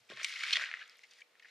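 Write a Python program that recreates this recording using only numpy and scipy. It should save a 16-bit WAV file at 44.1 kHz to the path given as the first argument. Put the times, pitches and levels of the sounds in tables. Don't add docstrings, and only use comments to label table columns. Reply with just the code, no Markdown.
import sys
import numpy as np
from scipy import signal
from scipy.fft import rfft, irfft, next_fast_len
from scipy.io import wavfile

SR = 44100
rng = np.random.default_rng(int(sys.argv[2]) if len(sys.argv) > 2 else 0)


def invert_db(level):
    return 10 ** (np.asarray(level, dtype=float) / 20)


def transcribe(signal):
    frames = np.atleast_2d(signal).T
    limited = np.clip(frames, -1, 1)
    pcm = np.round(limited * 32767).astype(np.int16)
    wavfile.write(sys.argv[1], SR, pcm)


N = 66150

CAVITY_HZ = 2122


def rms_one(x):
    return x / np.sqrt(np.mean(x ** 2) + 1e-20)


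def at_hz(points, hz):
    points_hz, values = np.transpose(points)
    return np.interp(np.log(hz), np.log(points_hz), values)


def drift(rate_hz):
    r = np.exp(-2 * np.pi * rate_hz / SR)
    settle = 9000
    wander = signal.lfilter([1], [1, -2 * r, r * r], rng.standard_normal(N + settle))
    return rms_one(wander[settle:])


def ring(x, hz, t60_s):
    r = invert_db(-60 / (t60_s * SR))
    w = 2 * np.pi * hz / SR
    return signal.lfilter([0, np.sin(w)], [1, -2 * r * np.cos(w), r * r], x + 1e-18)


def cut(x, hz, kind, order=2):
    return signal.sosfilt(signal.butter(order, hz, kind, fs=SR, output="sos"), x)


def place(x, lag_chance, pan_chance):
    rim_s, rim_db, rim_hz = 0.00064, -4, 8800
    right_lag_s, lag_spread_s = 1.1e-5, 0.8e-5
    pan_db, pan_spread_db = 0.7, 0.5
    spec = rfft(x)
    hz = np.arange(len(x) // 2 + 1) * SR / len(x)
    rim = rng.standard_normal(256) * np.exp(-np.arange(256) / SR / rim_s)
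    side = rfft(rim / np.linalg.norm(rim), len(x)) * invert_db(rim_db) * hz / np.hypot(hz, rim_hz)
    lag_s = right_lag_s * (hz / 1e4) ** 2 + lag_spread_s * lag_chance
    lag = np.exp(-2j * np.pi * hz * lag_s)
    half_db = (pan_db + pan_spread_db * pan_chance) / 2
    left = (1 + side) * invert_db(half_db)
    right = (1 - side) * lag * invert_db(-half_db)
    return irfft(spec * np.array([left, right]), len(x))


def place_anywhere(x):
    return place(x, *rng.standard_normal(2))


def add(out, start_s, x):
    i = int(start_s * SR)
    out[..., i:i + x.shape[-1]] += x[..., :N - i]


# time in seconds, rustle level in dB, brightness in dB per octave.
GRIP = [(0.084, -73.5, 4.5), (0.101, -50, -1), (0.151, -55, 0.5), (.2, -46, -2.5), (0.269, -46.5, 3.5),
        (.36, -43.5, 0.5), (.5, -39, -0.5), (0.632, -40.5, -1), (0.699, -48, -4), (0.778, -52.5, -4),
        (0.828, -54, -3), (0.87, -59.5, -2.5), (1.08, -71.5, 5.5), (1.12, -62, 3), (1.21, -68.5, 4.5),
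        (1.26, -76.5, 1), (1.41, -71, -1.5), (1.5, -63.5, 1.5)]
# frequency in Hz, level in dB.
RUSTLE_SPECTRUM = [(110, -75.5), (640, -27), (950, -31.5), (1350, -9), (2100, -6), (4300, -9),
                   (7500, -24.5), (15500, -48.5)]


def rustle():
    grains_per_s, grain_cycles, grain_wet_s = 18000, 17.7, 0.0017
    grain_spread_db, clump_db, clump_hz = 1.3, 1.0, 27
    cavity_db, cavity_octaves, rustle_db = 4.5, 0.2, -2
    s, level_db, bright_db = np.transpose(GRIP)
    t = np.arange(N) / SR
    level_db = np.interp(t, s, level_db)
    bright_db = np.interp(t, s, bright_db)

    size_db = grain_spread_db * np.minimum(rng.exponential(1, N), 4.5) + clump_db * drift(clump_hz)
    sizes = invert_db(size_db) * rng.choice([-1, 1], N)
    clicks = sizes * (rng.random(N) < grains_per_s / SR)
    pitches_hz = np.geomspace(110, 14500, 40)
    dealt = (40 * rng.random(N) ** 0.5).astype(int)
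    out = 0
    for k, hz in enumerate(pitches_hz):
        grains = ring(clicks * (dealt == k), hz, grain_cycles / hz + grain_wet_s)
        band = cut(grains, [hz / 1.225, hz * 1.267], "band")
        hollow_db = cavity_db * np.exp(-(np.log2(hz / CAVITY_HZ) / cavity_octaves) ** 2)
        tilt_db = bright_db * np.log2(hz / 2500)
        gain = invert_db(at_hz(RUSTLE_SPECTRUM, hz) + hollow_db + tilt_db) * np.sqrt(hz)
        out = out + place_anywhere(rms_one(band)) * gain
    steady = np.sqrt(sum(invert_db(2 * at_hz(RUSTLE_SPECTRUM, hz)) * hz for hz in pitches_hz))
    return out / steady * invert_db(level_db + rustle_db)


def fibre_break(hz, crack_db, length_s, cycles):
    rise, tail_s, tail_db, first_fibre = 0.21, 0.01, -19.5, 2.2
    body_db, hollow_db, hollow_t60_s = -10, -15.5, 0.027
    t = np.arange(2048) / SR
    noise = rng.standard_normal((4, len(t)))
    hold = np.minimum(t / (rise * length_s), 1) / (1 + (t / length_s) ** 6)
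    tail = invert_db(tail_db) * np.exp(-t / tail_s)
    burst = noise[:3] * (1 + 0.11 * noise[3]) * (hold + tail)
    burst[:2, 2:5] += first_fibre

    tone = rms_one(ring(burst[0], hz, cycles / hz))
    tone = tone + invert_db(body_db) * rms_one(ring(burst[1], 1.313 * hz, cycles / hz))
    tone = tone + invert_db(hollow_db) * rms_one(ring(burst[1], CAVITY_HZ, hollow_t60_s))
    tone = cut(tone, 0.82 * min(hz, 2400), "high", order=4)
    tone = cut(tone, 2.05 * hz, "low")

    crack = burst[2] * np.exp(-t / (0.5 * length_s + 0.001))
    crack = cut(crack, [3000, 6340], "band")
    crack = cut(crack, 10400, "low", order=1)
    return tone / np.abs(tone).max() + invert_db(crack_db + 1.5) * crack / np.abs(crack).max()


# start in seconds, peak in dB, pitch in Hz, crack in dB, length in seconds.
CRUNCHES = [(.0934, -49, 2400, -25, 0.0026), (.1074, -45, 1600, -19, 0.0058),
            (.117, -44, 2500, -14, 0.0068), (.1894, -46, 1970, -25, 0.0067),
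            (.2458, -25.5, 2276, -4.5, 0.0069), (.2945, -36, 2250, -5.5, 0.00365),
            (.131, -52.5, 3300, -22, 0.011), (.2315, -37.5, 5900, -18.5, 0.0073),
            (.502, -47, 4380, -25, 0.0032), (.3586, -30.5, 2173, -29.5, 0.007),
            (.4349, -25.5, 2296, -9.5, 0.0064), (.4352, -29, 1650, -27, 0.003),
            (.5268, -21.5, 3160, -29, 0.01), (.529, -18, 4170, -13, 0.0092), (.534, -24, 2542, -38, 0.0064),
            (.529, -38, 5100, -24, 0.016), (.5464, -29.5, 3380, -14, 0.006),
            (.5555, -23.5, 3300, -14, 0.015), (.610, -31.5, 1880, -18, 0.006),
            (.6172, -29.5, 1580, -13.5, 0.011), (.6894, -41, 1830, -35, 0.0035),
            (.8094, -41, 1610, -22, 0.017), (.8244, -41.5, 2720, -28, 0.0053),
            (1.0335, -45, 2110, -11.5, 0.014), (1.1089, -63, 2420, 9.5, 0.014),
            (1.1827, -54, 1860, -4.5, 0.024), (1.2044, -54, 1930, -1, 0.01),
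            (1.2166, -42, 2330, -20, 0.0048), (1.3975, -49.5, 2097, -13, 0.0044),
            (1.4238, -51, 1870, -6.5, .003), (1.429, -54.5, 2270, -8, 0.0085),
            (1.4462, -48, 1765, -20, 0.0079), (1.4532, -50, 1900, -22, 0.0055),
            (1.484, -56.5, 2130, -1, 0.0062), (.813, -43, 2900, -21, 0.0037),
            (.792, -42, 1950, -17, 0.0043), (.836, -47.5, 1674, -16, 0.0071),
            (.66, -38.5, 1525, -28, 0.011), (.121, -52, 2400, -20, .014), (.24, -55, 1080, -23, 0.025)]


def crunches():
    out = np.zeros((2, N))
    for s, db, hz, crack_db, length_s in CRUNCHES:
        x = fibre_break(hz, crack_db, length_s, cycles=34)
        add(out, s, place_anywhere(invert_db(db) * x))
    return out


# start in seconds, peak in dB, pitch in Hz, bright crack in dB.
SNAPS = [(0.1727, -36.5, 1760, -9), (.1765, -42, 1880, -14), (0.1012, -40, 3450, -15),
         (.1015, -46, 4450, -15), (0.2137, -32.5, 2140, -29), (0.2310, -35.5, 2130, -4),
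         (0.2454, -20.5, 3000, -1), (0.2673, -40, 2200, -9), (.3042, -32.5, 2090, -4),
         (.3625, -38, 2150, -25), (.372, -40, 2174, -23), (0.391, -47, 2170, -25), (.4148, -38, 2290, -20),
         (0.4508, -31, 1970, -25), (0.4552, -32.5, 1840, -16), (0.4656, -29, 2520, -25),
         (.5902, -33, 2540, -17), (0.3384, -30, 2360, -3), (0.408, -27.5, 2100, -21),
         (0.4804, -28, 2540, -23), (0.5078, -23, 2820, -8.5), (0.518, -33, 3000, -18),
         (0.5692, -19.5, 2120, -8.5), (0.5714, -27, 2380, -7), (0.5961, -29, 1760, -29),
         (0.6390, -24, 1840, -32), (0.646, -31, 1760, -13), (0.6575, -30, 2900, -29),
         (0.7143, -27, 1790, -23), (0.7394, -24, 1900, -21.5), (0.748, -37, 1830, -11),
         (.728, -35, 2050, -20), (0.956, -53, 3670, -13), (1.136, -49, 4730, 0), (0.7709, -35.5, 2000, -30),
         (0.9921, -48, 2270, -4.5), (1.3443, -72, 1960, -17), (1.354, -54, 1880, -20),
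         (1.3966, -48, 3340, -9), (1.396, -68, 4840, -26), (1.4645, -61, 2150, -12),
         (1.4695, -57, 2100, -20), (1.475, -56, 2100, -20), (1.4945, -54, 2100, -12),
         (0.5563, -20, 1990, -21), (0.4968, -30, 2590, -18)]


def snaps():
    out = np.zeros((2, N))
    for s, db, hz, crack_db in SNAPS:
        x = fibre_break(hz, crack_db, length_s=0.00038, cycles=15.2)
        add(out, s, place_anywhere(invert_db(db) * x))
    return out


# start in seconds, peak in dB, pitch in Hz.
TICKS = [(0.12, -58, 5600), (0.62, -64, 14000), (0.98, -61, 5600), (0.64, -54, 5300), (0.29, -47.5, 9100),
         (0.38, -63, 8300), (0.47, -64, 7800), (0.97, -57, 11000), (0.878, -54.5, 6500),
         (0.896, -46.5, 4840), (0.987, -58, 7300), (0.65, -45, 4400), (1.1096, -60, 6200), (1.9, -46, 6300),
         (1.4, -66, 5700), (.39, -47, 6500), (0.077, -63, 8100), (0.38, -65, 9300)]


def ticks():
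    cycles, burst_s = 18, 0.0011
    out = np.zeros((2, N))
    for s, db, hz in TICKS:
        burst = rng.standard_normal(512) * np.exp(-np.arange(512) / SR / burst_s)
        x = cut(ring(burst, hz, cycles / hz), 3500, "high")
        add(out, s, place_anywhere(invert_db(db) * x / np.abs(x).max()))
    return out


# start in seconds, peak in dB, lowest pitch reached in Hz, pitch the spot favours in Hz.
KNOCKS = [(0.099, -45, 60, 332), (.117, -42.5, 203, 436), (0.131, -47, 60, 139), (0.171, -51.5, 950, 1090),
          (0.175, -56.5, 380, 460), (.212, -53, 403, 600), (.527, -51, 520, 646), (.438, -70, 100, 196),
          (.569, -44, 885, 1060), (.573, -46.5, 535, 640), (.596, -49, 533, 616), (.617, -51, 506, 615),
          (0.721, -74, 500, 610)]
# frequency in Hz, level in dB, T60 in seconds.
BOWL_MODES = [(65.4, -23, 0.37), (128, -12, 0.23), (213, -2, 0.1), (362, -1, 0.1), (445, -2, 0.063),
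              (539, 0.5, 0.075), (641, 6, 0.035), (1086, 7.5, 0.11)]


def bowl():
    off_spot_db_per_octave, spot_chance_db = 9, 1.2
    out = np.zeros(N)
    click = np.eye(1, SR // 2)[0]
    for s, db, low_hz, spot_hz in KNOCKS:
        modes = 0
        for k, (hz, level_db, t60_s) in enumerate(BOWL_MODES):
            off_spot_db = off_spot_db_per_octave * abs(np.log2(hz / spot_hz))
            mode_db = level_db - off_spot_db + spot_chance_db * rng.standard_normal()
            modes = modes + invert_db(mode_db) * (-1) ** k * ring(click, hz, t60_s)
        add(out, s, invert_db(db - 6) * cut(modes, low_hz, "high", order=4))
    return place(cut(out, 1260, "low"), 0, 0)


def kitchen(x):
    t60_s, wall_cut_hz = 0.74, 3060
    size = next_fast_len(N + SR)
    z = np.exp(-2j * np.pi * np.arange(size // 2 + 1) / size)
    spec = rfft(x, size)
    out = np.zeros((2, N))
    dull = np.exp(-2 * np.pi * wall_cut_hz / SR)
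    wall = (1 - dull) / (1 - dull * z)
    lags = (rng.uniform(0.004, 0.028, 16) * SR).astype(int)
    for k, lag in enumerate(lags):
        loop = invert_db(-60 * lag / SR / t60_s) * wall * z ** lag
        out[k % 2] += irfft(spec * loop / (1 - loop), size)[:N] * (-1) ** (k // 2)
    return out


# frequency in Hz, level in dB.
ROOM_SPECTRUM = [(25, -44), (100, -25), (300, -14), (480, -7), (750, -8.5), (2000, -9.5), (4000, -13.5),
                 (15500, -28)]
# frequency in Hz, left-right likeness from 0 to 1.
ROOM_LIKENESS = [(60, 0.99), (170, 1), (380, 0.57), (2380, 0.48), (15000, 0.044)]


def room_tone():
    tone_db, hum_db, hum_hz, hum_width_hz = -73, -86, 490, 14
    knock_db, knock_t60_s = -82, 0.37
    edges_hz = 25 * 2 ** np.arange(0, 9.6, 0.5)
    white = rng.standard_normal((2, 2, N))
    out = 0
    for k, (low_hz, high_hz) in enumerate(zip(edges_hz, edges_hz[1:])):
        mid, side = cut(white[k % 2], [low_hz, high_hz], "band")
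        hz = np.sqrt(low_hz * high_hz)
        alike = np.clip(at_hz(ROOM_LIKENESS, hz), 0, 1)
        stereo = np.sqrt(1 + alike) * mid + np.sqrt(1 - alike) * side * [[1], [-1]]
        out = out + invert_db(at_hz(ROOM_SPECTRUM, hz)) * stereo
    hum = invert_db(hum_db) * rms_one(ring(white[0, 0], hum_hz, 3.0 / hum_width_hz))
    fade_db = knock_db - 60 * np.arange(N) / SR / knock_t60_s
    tail = invert_db(fade_db) * rms_one(cut(white[1, 0], [105, 150], "band"))
    return invert_db(tone_db) * rms_one(out) + hum + tail


def scene():
    near = rustle() + snaps() + crunches() + ticks() + bowl()
    echo = invert_db(-26.5) * kitchen(near.mean(axis=0))
    return near + echo + room_tone()


def top_cut(x):
    return signal.sosfilt(signal.butter(12, 15710, fs=SR, output="sos"), x)


def record(dry):
    low_pass = signal.cheby2(12, 60, 16400, fs=SR, output="sos")
    mix = signal.sosfilt(low_pass, dry)
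    return top_cut(mix)


dry = scene()
out = record(dry)
transcribe(out)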